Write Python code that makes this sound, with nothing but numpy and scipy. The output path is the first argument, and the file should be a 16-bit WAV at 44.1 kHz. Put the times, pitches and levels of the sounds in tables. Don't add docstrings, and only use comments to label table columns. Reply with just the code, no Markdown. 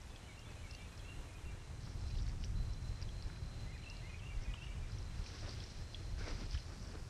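import sys
import numpy as np
from scipy import signal
from scipy.fft import rfft, irfft, next_fast_len
from scipy.io import wavfile
from scipy.ndimage import uniform_filter1d

SR = 44100
rng = np.random.default_rng(int(sys.argv[2]) if len(sys.argv) > 2 else 0)


def to_wav(sig):
    pcm = np.clip(np.atleast_2d(sig), -1, 1) * 32767
    pcm = np.round(pcm).astype(np.int16)
    wavfile.write(sys.argv[1], SR, pcm.T)


def elevation(decibels):
    levels = np.asarray(decibels, float)
    return 10 ** (levels / 20)


N = 312669

# start in seconds, length in seconds,
# sizzle level in dB, spray level in dB relative to the sizzle.
STEAM_FLASHES = [(1.804, 0.084, -67.5, -8), (1.97, .1, -69, -8), (2.07, .04, -67, -12),
                 (2.146, 0.056, -65.5, -12), (2.26, .04, -66, -13), (2.408, 0.045, -65.5, -14),
                 (2.967, 0.065, -72, 3), (3.2, .2, -75, -7), (4.4, .2, -71.5, -4), (4.62, .05, -69, -4),
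                 (4.88, 0.11, -69, -5), (5.148, .1, -66, -5), (5.25, 0.3, -60.5, -4),
                 (5.62, 0.18, -65.5, -4), (5.9, .2, -68.5, -6), (6.178, 0.057, -60, -3),
                 (6.255, 0.056, -57, -3.5), (6.326, 0.11, -61.5, -6), (6.495, 0.088, -59.5, -3.5),
                 (6.64, 0.31, -65.5, -20), (1.82, 5.2, -74.5, -20), (.07, .03, -71, -15),
                 (6.4, .08, -69, 2.5)]


def read(points, hz):
    f, value = np.transpose(points)
    return np.interp(np.log(hz + 1), np.log(f + 1), value)


def columns(rows, t):
    s, *values = np.transpose(rows)
    return [np.interp(t, s, v) for v in values]


def evened(x):
    return x / np.sqrt(np.mean(x ** 2) + 1e-20)


def add(mix, s, sound):
    part = mix[round(s * SR):][:len(sound)]
    part += sound[:len(part)]


def colour(x, points):
    size = next_fast_len(len(x))
    gain = elevation(read(points, np.fft.rfftfreq(size, 1 / SR)))
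    return evened(irfft(rfft(x, size) * gain, size)[:len(x)])


def wander(per_s):
    return colour(rng.standard_normal(N), [(0, 0), (per_s, 0), (2 * per_s, -40), (SR, -80)])


def grains(per_s, spread_db, smooth):
    sizes = elevation(spread_db * np.minimum(rng.exponential(1, N), 5)) * rng.choice([-1., 1.], N)
    clicks = evened(sizes * (rng.random(N) < per_s / SR))
    share = np.clip(smooth, 0, 1)
    return share * rng.standard_normal(N) + np.sqrt(1 - share ** 2) * clicks


def bursts(rows, t):
    rise_s, drain = 0.022, 3.7
    coarse = t[::32]
    power = np.zeros(len(coarse))
    for s, length, db in rows:
        decay_db = 60 * np.clip(coarse - s - length, 0, 2) / (drain * length)
        rise = np.clip((coarse - s) / rise_s + .5, 0, 1)
        power += (elevation(db - decay_db) * rise) ** 2
    return np.interp(t, coarse, np.sqrt(power))


def snaps(rows, t60, wide, gain_db):
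    out, t = np.zeros(N), np.arange(600) / SR
    rise_s = .0006
    chance = rng.uniform(-1.14, 1, (len(rows), 3))
    for (s, db, hz), (low, high, quick) in zip(rows, chance):
        ring = np.sin(2 * np.pi * hz * t)
        ring += wide * np.sin(2 * np.pi * hz * (0.863 + 0.043 * low) * t)
        ring += wide * np.sin(2 * np.pi * hz * (1.143 + 0.053 * high) * t)
        decay = elevation(-60 * t * (1 + 0.38 * quick) / t60)
        rise = 1 - np.exp(-(t / rise_s) ** 2)
        add(out, s + 0.00025, elevation(db + gain_db) * ring * rise * decay)
    return out


def trees(x, t60, first_s):
    t = np.arange(SR // 2) / SR
    echoes = rng.standard_normal(len(t)) * (rng.random(len(t)) < .15)
    tail = echoes * elevation(-60 * t / t60) * np.clip(t / first_s - .5, 0, 1)
    return signal.fftconvolve(x, tail / np.linalg.norm(tail))[:N]


def wind(t):
    # frequency in Hz, level in dB per Hz.
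    buffet_spectrum = [(12, -48), (20, 0), (38, 3.5), (75, -4.5), (124, -15), (176, -23.5), (204, -26.5),
                       (300, -38.5), (390, -53), (660, -120)]
    rumble_spectrum = [(50, -38), (75, 1.5), (100, 0.5), (125, -3), (145, -10.5), (175, -8.5), (200, -21),
                       (400, -26), (800, -56.5)]
    # time in seconds, level in dB.
    strength = [(0, -58.5), (.25, -55.5), (.9, -54), (1.45, -52), (1.8, -47.5), (2.05, -48.5), (2.4, -45),
                (2.9, -45.5), (3.2, -49), (3.8, -48.5), (4.15, -50.5), (4.7, -50.5), (5.3, -51.5),
                (5.75, -50), (6.1, -49), (6.5, -49.5), (6.8, -51.5), (7.09, -50)]
    # centre in seconds, width in seconds, level in dB.
    strikes = [(.06, 0.1, -47.5), (.48, .05, -49), (0.709, 0.039, -47), (1.2, 0.022, -44.5),
               (1.459, 0.024, -41), (1.531, 0.047, -38.5), (2.2, .06, -43), (6.33, .04, -43),
               (1.78, 0.069, -50), (2.05, 0.027, -37), (2.38, 0.11, -36.5), (2.72, 0.14, -42),
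               (3.03, 0.019, -41.5), (3.26, 0.027, -45), (4.3, .05, -52), (4.385, 0.031, -35.5),
               (4.487, 0.023, -37), (4.7, 0.048, -43.5), (4.815, 0.03, -37.5), (5.03, 0.056, -43),
               (5.17, .04, -44.5), (5.45, 0.043, -45), (6.17, 0.11, -42), (6.47, 0.043, -41),
               (6.553, 0.016, -31)]
    calm_db, buffet_slope, buffet_db = -50, 1.16, -50.5
    push_hz, push_db, swirl_db = 44.3, 4.0, -1.3

    wind_db = columns(strength, t)[0]
    power = elevation(buffet_db + buffet_slope * (wind_db - calm_db)) ** 2
    push = np.zeros(N)
    for s, width, db in strikes:
        power += elevation(db + swirl_db) ** 2 * np.exp(-((t - s) / width) ** 2)
        pulse = np.sin(2 * np.pi * push_hz * (s - t)) * np.exp(-((t - s) * push_hz * 2) ** 2)
        push += elevation(db + push_db) * pulse
    lumps = wander(11.4)
    low = evened(colour(rng.standard_normal(N), buffet_spectrum) * elevation(1.9 * lumps))
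    upper = evened(colour(rng.standard_normal(N), rumble_spectrum) * elevation(1.8 * lumps - 0.6))
    return np.sqrt(power) * low + push + elevation(wind_db - 1.0) * upper


def air(t):
    # frequency in Hz, level in dB per Hz.
    hiss_spectrum = [(60, -15), (200, -4), (400, -8.5), (650, -10), (1300, -13.5), (2300, -16.5),
                     (3500, -20.5), (4600, -21.5), (6000, -20.5), (8500, -25), (10300, -33.5), (12500, -40),
                     (13600, -37.5), (14500, -58)]
    rustle_spectrum = [(300, -9), (1000, -2), (3000, -33), (7000, 4), (11000, 1), (14300, -8), (16000, -40)]
    # time in seconds, level in dB.
    leaf_level = [(0, -74.5), (.5, -74), (1.1, -73), (1.45, -73), (1.7, -81.5), (4, -80), (7.09, -77.5)]
    hiss_db = -60
    hiss = elevation(hiss_db + 0.44 * wander(4.8)) * colour(grains(2500, 2.8, 0.847), hiss_spectrum)
    rustle = colour(rng.standard_normal(N), rustle_spectrum)
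    return hiss + elevation(columns(leaf_level, t)[0]) * rustle


def cricket(t):
    # start in seconds, end in seconds, start level in dB, end level in dB.
    trill_bouts = [
        (0, 1.38, -75, -71.5),
        (1.36, 1.97, -75, -73),
        (1.95, 2.24, -70.5, -62),
        (2.547, 2.658, -73, -78),
        (2.545, 4.08, -67.5, -67),
        (4.003, 4.24, -74, -72),
        (4.89, 6.7, -68.5, -68.5),
    ]
    rise_s, fade_s = .012, 0.09
    tone = np.zeros(N)
    for hz in (4030, 4125):
        late_rise = np.interp(t, (5.3, 6.1), (0, 70))
        pitch = hz + late_rise + 10 * wander(4.92) + 68 * wander(100)
        tone += np.sin(2 * np.pi * np.cumsum(pitch) / SR)
    strokes = 1 + .6 * np.sin(2 * np.pi * np.cumsum(110 + 8 * wander(4.7)) / SR)
    level = np.zeros(N)
    for s, end, db0, db1 in trill_bouts:
        gate = np.clip(np.minimum((t - s) / rise_s, (end - t) / fade_s), 0, 1)
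        level += elevation(np.interp(t, (s, end), (db0, db1)) - 3.0) * gate
    return level * evened(tone * strokes * elevation(0.71 * wander(60)))


def spray(t):
    # frequency in Hz, level in dB per Hz.
    mist_spectrum = [(1200, -23), (1600, -2), (2200, -1.5), (3000, -1.5), (3800, -2.5), (4400, -24),
                     (6000, -39)]
    # time in seconds, level in dB.
    wash = [(0, -72), (.8, -69.5), (1.55, -72.5), (1.7, -81), (3.3, -74), (4.0, -69.5), (5.2, -70.5),
            (6.2, -72.5), (6.62, -86)]
    thrown = bursts([(s, length, db + share_db) for s, length, db, share_db in STEAM_FLASHES], t)
    level = np.hypot(thrown, elevation(columns(wash, t)[0]))
    return level * elevation(1.65 * wander(30)) * colour(grains(1200, 2.5, 0.73), mist_spectrum)


def embers():
    # start in seconds, peak level in dB, ring frequency in Hz.
    ticks = [(.016, -46.5, 5600), (.1595, -50, 4750), (.392, -49, 5410), (.5157, -49, 4690),
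             (.7098, -44, 5250), (.749, -43.5, 4550), (.7352, -48, 4970), (.9273, -48, 4530),
             (.9762, -50, 5200), (.9921, -48, 4600), (1.8332, -50, 5200), (1.8538, -46, 4270),
             (1.9919, -51, 5450), (2.081, -45.5, 5200), (2.1535, -52, 4500), (2.175, -47, 5300),
             (2.1899, -44, 4300), (2.2657, -44, 4400), (2.4385, -46, 5100), (2.4448, -41.5, 5800),
             (2.7334, -47, 5500), (2.827, -51, 5560), (2.8862, -43, 5150), (3.0155, -45, 5600),
             (3.0253, -35, 4760), (3.2236, -39.5, 4500), (3.4587, -48, 5300), (3.8656, -53, 5730),
             (3.899, -40.5, 5060), (3.9669, -47, 4460),
             (4.373, -47, 4300), (4.4368, -44, 5360), (4.9846, -44, 5500), (5.027, -50, 5100),
             (5.241, -47, 5300), (5.4914, -41, 4580), (5.6022, -42, 5060), (5.6383, -44, 5520),
             (5.9376, -46, 4760), (5.9993, -51, 4600), (6.1828, -48, 4870), (6.1938, -44, 5480),
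             (6.2786, -42, 5000), (6.3904, -47, 4770), (6.51, -40, 4930), (6.6019, -47, 5170),
             (6.8264, -47, 5930), (6.8728, -46.5, 5500),
             (.774, -53, 4350), (.82, -53, 5200), (.948, -55, 4900), (.7495, -45, 6000),
                (1.3379, -56, 5290), (1.8048, -56, 4500), (1.8093, -56, 4700), (1.863, -52, 5400),
                (1.8931, -52, 5680), (1.9125, -53, 5460), (1.942, -57, 5650), (2.0123, -52, 5400),
                (2.088, -52, 5500), (2.109, -51, 4600), (2.1974, -42.5, 4800), (2.2203, -51, 5690),
                (2.229, -50, 5600), (2.2712, -45, 4460), (2.2785, -50, 4400), (2.2862, -45, 5650),
                (2.293, -50, 4500), (2.3171, -54, 5510), (2.4109, -51, 5330), (2.4822, -54, 5960),
                (2.7057, -52, 5300), (2.8454, -50, 5130), (3.089, -53, 5700), (3.246, -50, 5000),
                (3.2799, -57, 5330), (3.4341, -55, 4800), (3.777, -54, 4650), (4.4224, -51, 6010),
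                (4.9182, -50, 5050), (5.2626, -45, 5300), (5.281, -51, 5200), (5.3509, -46, 5570),
                (5.4072, -47, 5770), (5.4422, -50, 5770), (5.503, -46, 4500), (5.5345, -48, 4500),
                (6.292, -47, 5200), (6.305, -44, 5000), (6.41, -44, 5100), (6.4716, -54, 4610),
                (6.5486, -43, 5300), (6.6257, -49, 5000), (6.6756, -55, 4800), (6.745, -53, 4850),
                (6.817, -50, 5800), (6.8507, -54, 4500), (6.895, -50, 5300), (6.913, -50, 4600),
                (6.952, -51, 4300)]
    return snaps(ticks, 0.0065, 0.49, 4.2)


def bubbles(per_s, low_hz, high_hz, cycles, count=14):
    out = np.zeros(N)
    for hz in np.geomspace(low_hz, high_hz, count) * rng.uniform(1.0, 1.05, count):
        u = np.arange(0, 1, hz / (SR * cycles))
        note = np.sin(2 * np.pi * cycles * (u + 0.13 * u ** 2)) * u * np.exp(-5 * u)
        ringing = signal.oaconvolve(grains(per_s / count, 2.0, 0), note)[:N]
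        out += ringing * np.sqrt(hz / low_hz) ** 0.3
    return evened(out)


def pour(t):
    # frequency in Hz, level in dB per Hz.
    sizzle_spectrum = [(2500, -39), (3400, -16), (4300, -9.5), (4800, -7), (5600, -7.5), (6100, -11.5),
                       (6500, -21), (8000, -25.5), (12000, -46)]
    splash_spectrum = [(150, -17), (300, 7), (450, 1.5), (800, -6), (1500, -5), (2200, -10.5), (2800, -14),
                       (4200, -36), (6000, -50)]
    # start in seconds, length in seconds, level in dB.
    slaps = [(.45, 0.062, -63), (1.0, 0.33, -66), (1.45, 0.1, -64.5), (1.85, .04, -67), (2.98, .04, -63),
             (3.22, 0.34, -67), (4.3, 0.34, -68.5), (4.85, 0.23, -71), (5.14, 0.16, -65),
             (5.32, 0.042, -57), (5.42, 0.062, -55), (5.52, 0.084, -62.5), (5.985, 0.035, -62),
             (6.18, 0.1, -59), (6.26, 0.067, -54), (6.35, 0.08, -58), (6.68, 0.044, -59.5),
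             (6.82, 0.11, -63.5), (6.925, 0.043, -55.5), (7.06, .03, -66)]
    slap_db = 0.9
    clumps = wander(39)
    sizzle = evened(colour(grains(2200, 3.9, 0.83), sizzle_spectrum) * elevation(1.5 * clumps))
    slap = colour(grains(500, 2.3, 0.73), splash_spectrum) + 0.37 * bubbles(1200, 297.0, 2510, 7.5)
    splash = evened(slap * elevation(1.2 * clumps + 0.9 * wander(9.1)))
    steam = bursts([row[:3] for row in STEAM_FLASHES], t) * sizzle
    return steam + elevation(slap_db) * bursts(slaps, t) * splash


def songbird(t):
    motif_a = {"a": (0, .028, 3460, 3490, -72), "b": (.036, .032, 2560, 2550, -70),
               "c": (.106, .04, 2500, 2480, -71), "d": (.135, .05, 2930, 3000, -73),
               "e": (.182, .042, 2350, 2050, -66), "f": (.188, .008, 3440, 3050, -63),
               "g": (.24, .02, 2650, 2720, -66), "h": (.271, .036, 2690, 2820, -64),
               "i": (.328, .07, 2345, 2320, -69), "j": (.316, .022, 3060, 3200, -72),
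               "k": (.4, .065, 2790, 2720, -73), "l": (.16, .04, 2460, 2430, -70),
               "m": (.308, .032, 2700, 2790, -66), "n": (.272, .062, 2760, 2700, -66),
               "o": (.352, .015, 2900, 2850, -68), "p": (.115, .016, 2170, 2120, -69),
               "q": (.205, .035, 3130, 3050, -75), "r": (.312, .056, 2350, 2320, -67),
               "s": (.185, .04, 3700, 3670, -77), "t": (.04, .03, 3470, 3400, -74),
               "u": (.362, .012, 3420, 3500, -69), "v": (.34, .03, 2300, 2300, -73),
               "w": (.32, .045, 2850, 2750, -72)}
    motif_b = {"a": (-.004, .068, 1940, 2215, -66), "b": (.07, .02, 2480, 2480, -63),
               "c": (.087, .022, 2200, 1650, -64.5), "d": (.116, .022, 2320, 2250, -67),
               "e": (.12, .028, 2130, 1870, -68), "f": (.17, .013, 3150, 2450, -63),
               "g": (.197, .02, 2650, 2710, -62), "h": (.233, .027, 2680, 2860, -60),
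               "i": (.277, .042, 2320, 2315, -66), "j": (.115, .035, 2460, 2500, -68),
               "l": (.445, .027, 2400, 2280, -64), "m": (.469, .017, 2090, 1980, -69),
               "n": (.045, .04, 2800, 3000, -73), "o": (.171, .009, 3300, 2900, -63),
               "p": (.265, .04, 2780, 2720, -68), "q": (.178, .016, 3150, 2700, -64),
               "r": (.283, .075, 2340, 2310, -65), "s": (.092, .045, 2300, 2200, -70),
               "t": (.095, .05, 2050, 1880, -69), "u": (.375, .045, 2700, 3020, -72),
               "v": (.205, .04, 2950, 3230, -70), "w": (.385, .055, 2450, 2350, -73),
               "x": (.48, .03, 2150, 2300, -72), "y": (.236, .038, 2680, 2930, -61)}
    # start in seconds, syllables sung.
    rounds_a = [
        (.099, "abdsehjv"),
        (.452, "atbcdeghijwu"),
        (.808, "bcfghmo"),
        (1.172, "cplqnrk"),
    ]
    rounds_b = [
        (3.664, "anbcdfghi"),
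        (4.022, "anbdjoghip"),
        (4.378, "abstjqgvyruwlmx"),
    ]
    # time in seconds, level
    # in dB.
    facing = [(.1, 0.6), (.3, 1.5), (.39, -4), (.46, 2.5), (.5, 1), (.58, 0), (.65, 1.5), (.72, 0),
              (.79, 2), (.82, -1), (.93, 1), (1.0, -1), (1.06, 2), (1.1, 3.5), (1.16, -6), (1.3, 1),
              (1.46, -1.5), (1.6, -6),
              (3.7, -2), (3.745, -4), (3.77, 0), (3.84, 0), (3.87, 5), (3.91, 2.5), (3.96, -10),
                (4.05, 3), (4.1, 1), (4.15, 2), (4.23, -1), (4.27, -2.5), (4.32, 2), (4.39, -7),
                (4.46, 1.5), (4.59, -1.5), (4.63, 3), (4.7, -3)]
    out, quaver_hz = np.zeros(N), 22 * wander(90)
    for motif, rounds in ((motif_a, rounds_a), (motif_b, rounds_b)):
        for start, sung in rounds:
            for late, length, hz0, hz1, db in map(motif.get, sung):
                s = start + late
                u = np.arange(0, 1, 1 / (SR * (length + 0.006)))
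                glide = u ** (1.4 if hz1 < hz0 else .85)
                pitch = hz0 + (hz1 - hz0) * glide + quaver_hz[int(s * SR):][:len(u)]
                whistle = np.sin(2 * np.pi * np.cumsum(pitch) / SR)
                add(out, s - .003, elevation(db + 5.6) * whistle * signal.windows.tukey(len(u), .5))
    return out * elevation(columns(facing, t)[0] + 1.9 * wander(110))


def plops():
    # start in seconds, peak level in dB, ring frequency in Hz.
    knocks = [(0.1595, -49, 3300), (0.79, -53, 3550), (0.7484, -51, 2900), (1.8745, -48, 1340),
              (2.1529, -45.5, 2850), (2.4388, -45, 4000), (2.2944, -48, 2180), (2.4383, -43, 3000),
              (3.3, -45, 1500), (3.0894, -48, 3350), (4.538, -40, 2900), (5.2618, -43, 2480),
              (2.1855, -41, 3720), (5.9448, -36, 3370), (6.1803, -46, 1600), (5.602, -46.5, 3300),
              (6.2402, -47, 2180), (5.3, -44.5, 1580), (6.277, -41, 710), (6.544, -44, 3100),
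              (6.575, -43, 3000), (4.897, -50, 1420), (2.1, -53, 2500), (2.109, -53, 2550),
              (2.745, -54, 3650), (3.36, -52, 2500), (3.0232, -49, 2500), (2.4388, -43, 2390),
              (6.55, -48, 1780), (4.542, -44, 1100), (6.548, -45, 1430), (2.279, -45, 2200)]
    return snaps(knocks, 0.0095, 0.33, 4.0)


def hollows():
    # start in seconds, length in seconds, frequency in Hz, bandwidth in Hz, level in dB.
    pockets = [
        (5.669, 0.061, 212, 70, -60.5),
        (6.185, 0.1, 1540, 200, -62),
        (6.234, 0.078, 2200, 300, -61),
        (6.26, 0.059, 446, 90, -56.5),
        (6.37, 0.077, 232, 80, -55.5),
        (6.75, 0.24, 200, 70, -58),
    ]
    out = np.zeros(N)
    for s, length, hz, width, db in pockets:
        band = [(hz / 4, -80), (hz - 2 * width, -30), (hz - width / 2, -3), (hz, 0),
                (hz + width / 2, -3), (hz + 2 * width, -30), (4 * hz, -80)]
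        noise = colour(rng.standard_normal(SR // 5), band)[:int(length * SR)]
        add(out, s, elevation(db) * noise * signal.windows.tukey(len(noise), .4))
    return out


def housing(near):
    # frequency in Hz, gain in dB.
    response = [(500, 0.5), (3500, 2), (3950, -1), (4400, 2), (5900, 4), (6500, -12), (9000, -20),
                (14000, -30)]
    return np.sqrt(np.mean(near ** 2)) * colour(near, response)


def scene():
    t = np.arange(N) / SR
    trill = cricket(t)
    song = songbird(t)
    far = trill + elevation(-4.5) * trees(trill, 0.1, 0.0023)
    far += song + elevation(-5.5 + 2.3 * wander(45)) * trees(song, 0.5, 0.017)
    near = embers() + plops()
    near = housing(near + elevation(-9.0) * trees(near, 0.039, 0.0023))
    return (wind(t) + air(t) + pour(t) + spray(t) + hollows() + far + near)[None]


def top_cut(x):
    return signal.sosfilt(signal.butter(12, 14340, fs=SR, output="sos"), x)


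def record(dry):
    # frequency in Hz, threshold in dB relative to the usual level.
    threshold = [(6000, -22), (8000, -10), (9500, -4), (11000, 0), (12500, 2.5), (13600, 4), (14200, 6),
                 (14500, 7)]
    hz, _, z = signal.stft(dry, SR, "cosine", nperseg=2048)
    chance = rng.standard_normal((z.shape[2], 65))
    uneven_db = 1.2 * np.repeat(chance, 16, axis=1).T[:len(hz)]
    usual = uniform_filter1d(uniform_filter1d(abs(z), size=48, axis=1), size=9, axis=2)
    limit = usual * elevation(read(threshold, hz)[:, None] + uneven_db)
    kept = signal.istft(z * (abs(z) > limit), SR, "cosine", nperseg=2048)[1][:, :N]
    return top_cut(kept)


dry = scene()
out = record(dry)
to_wav(out)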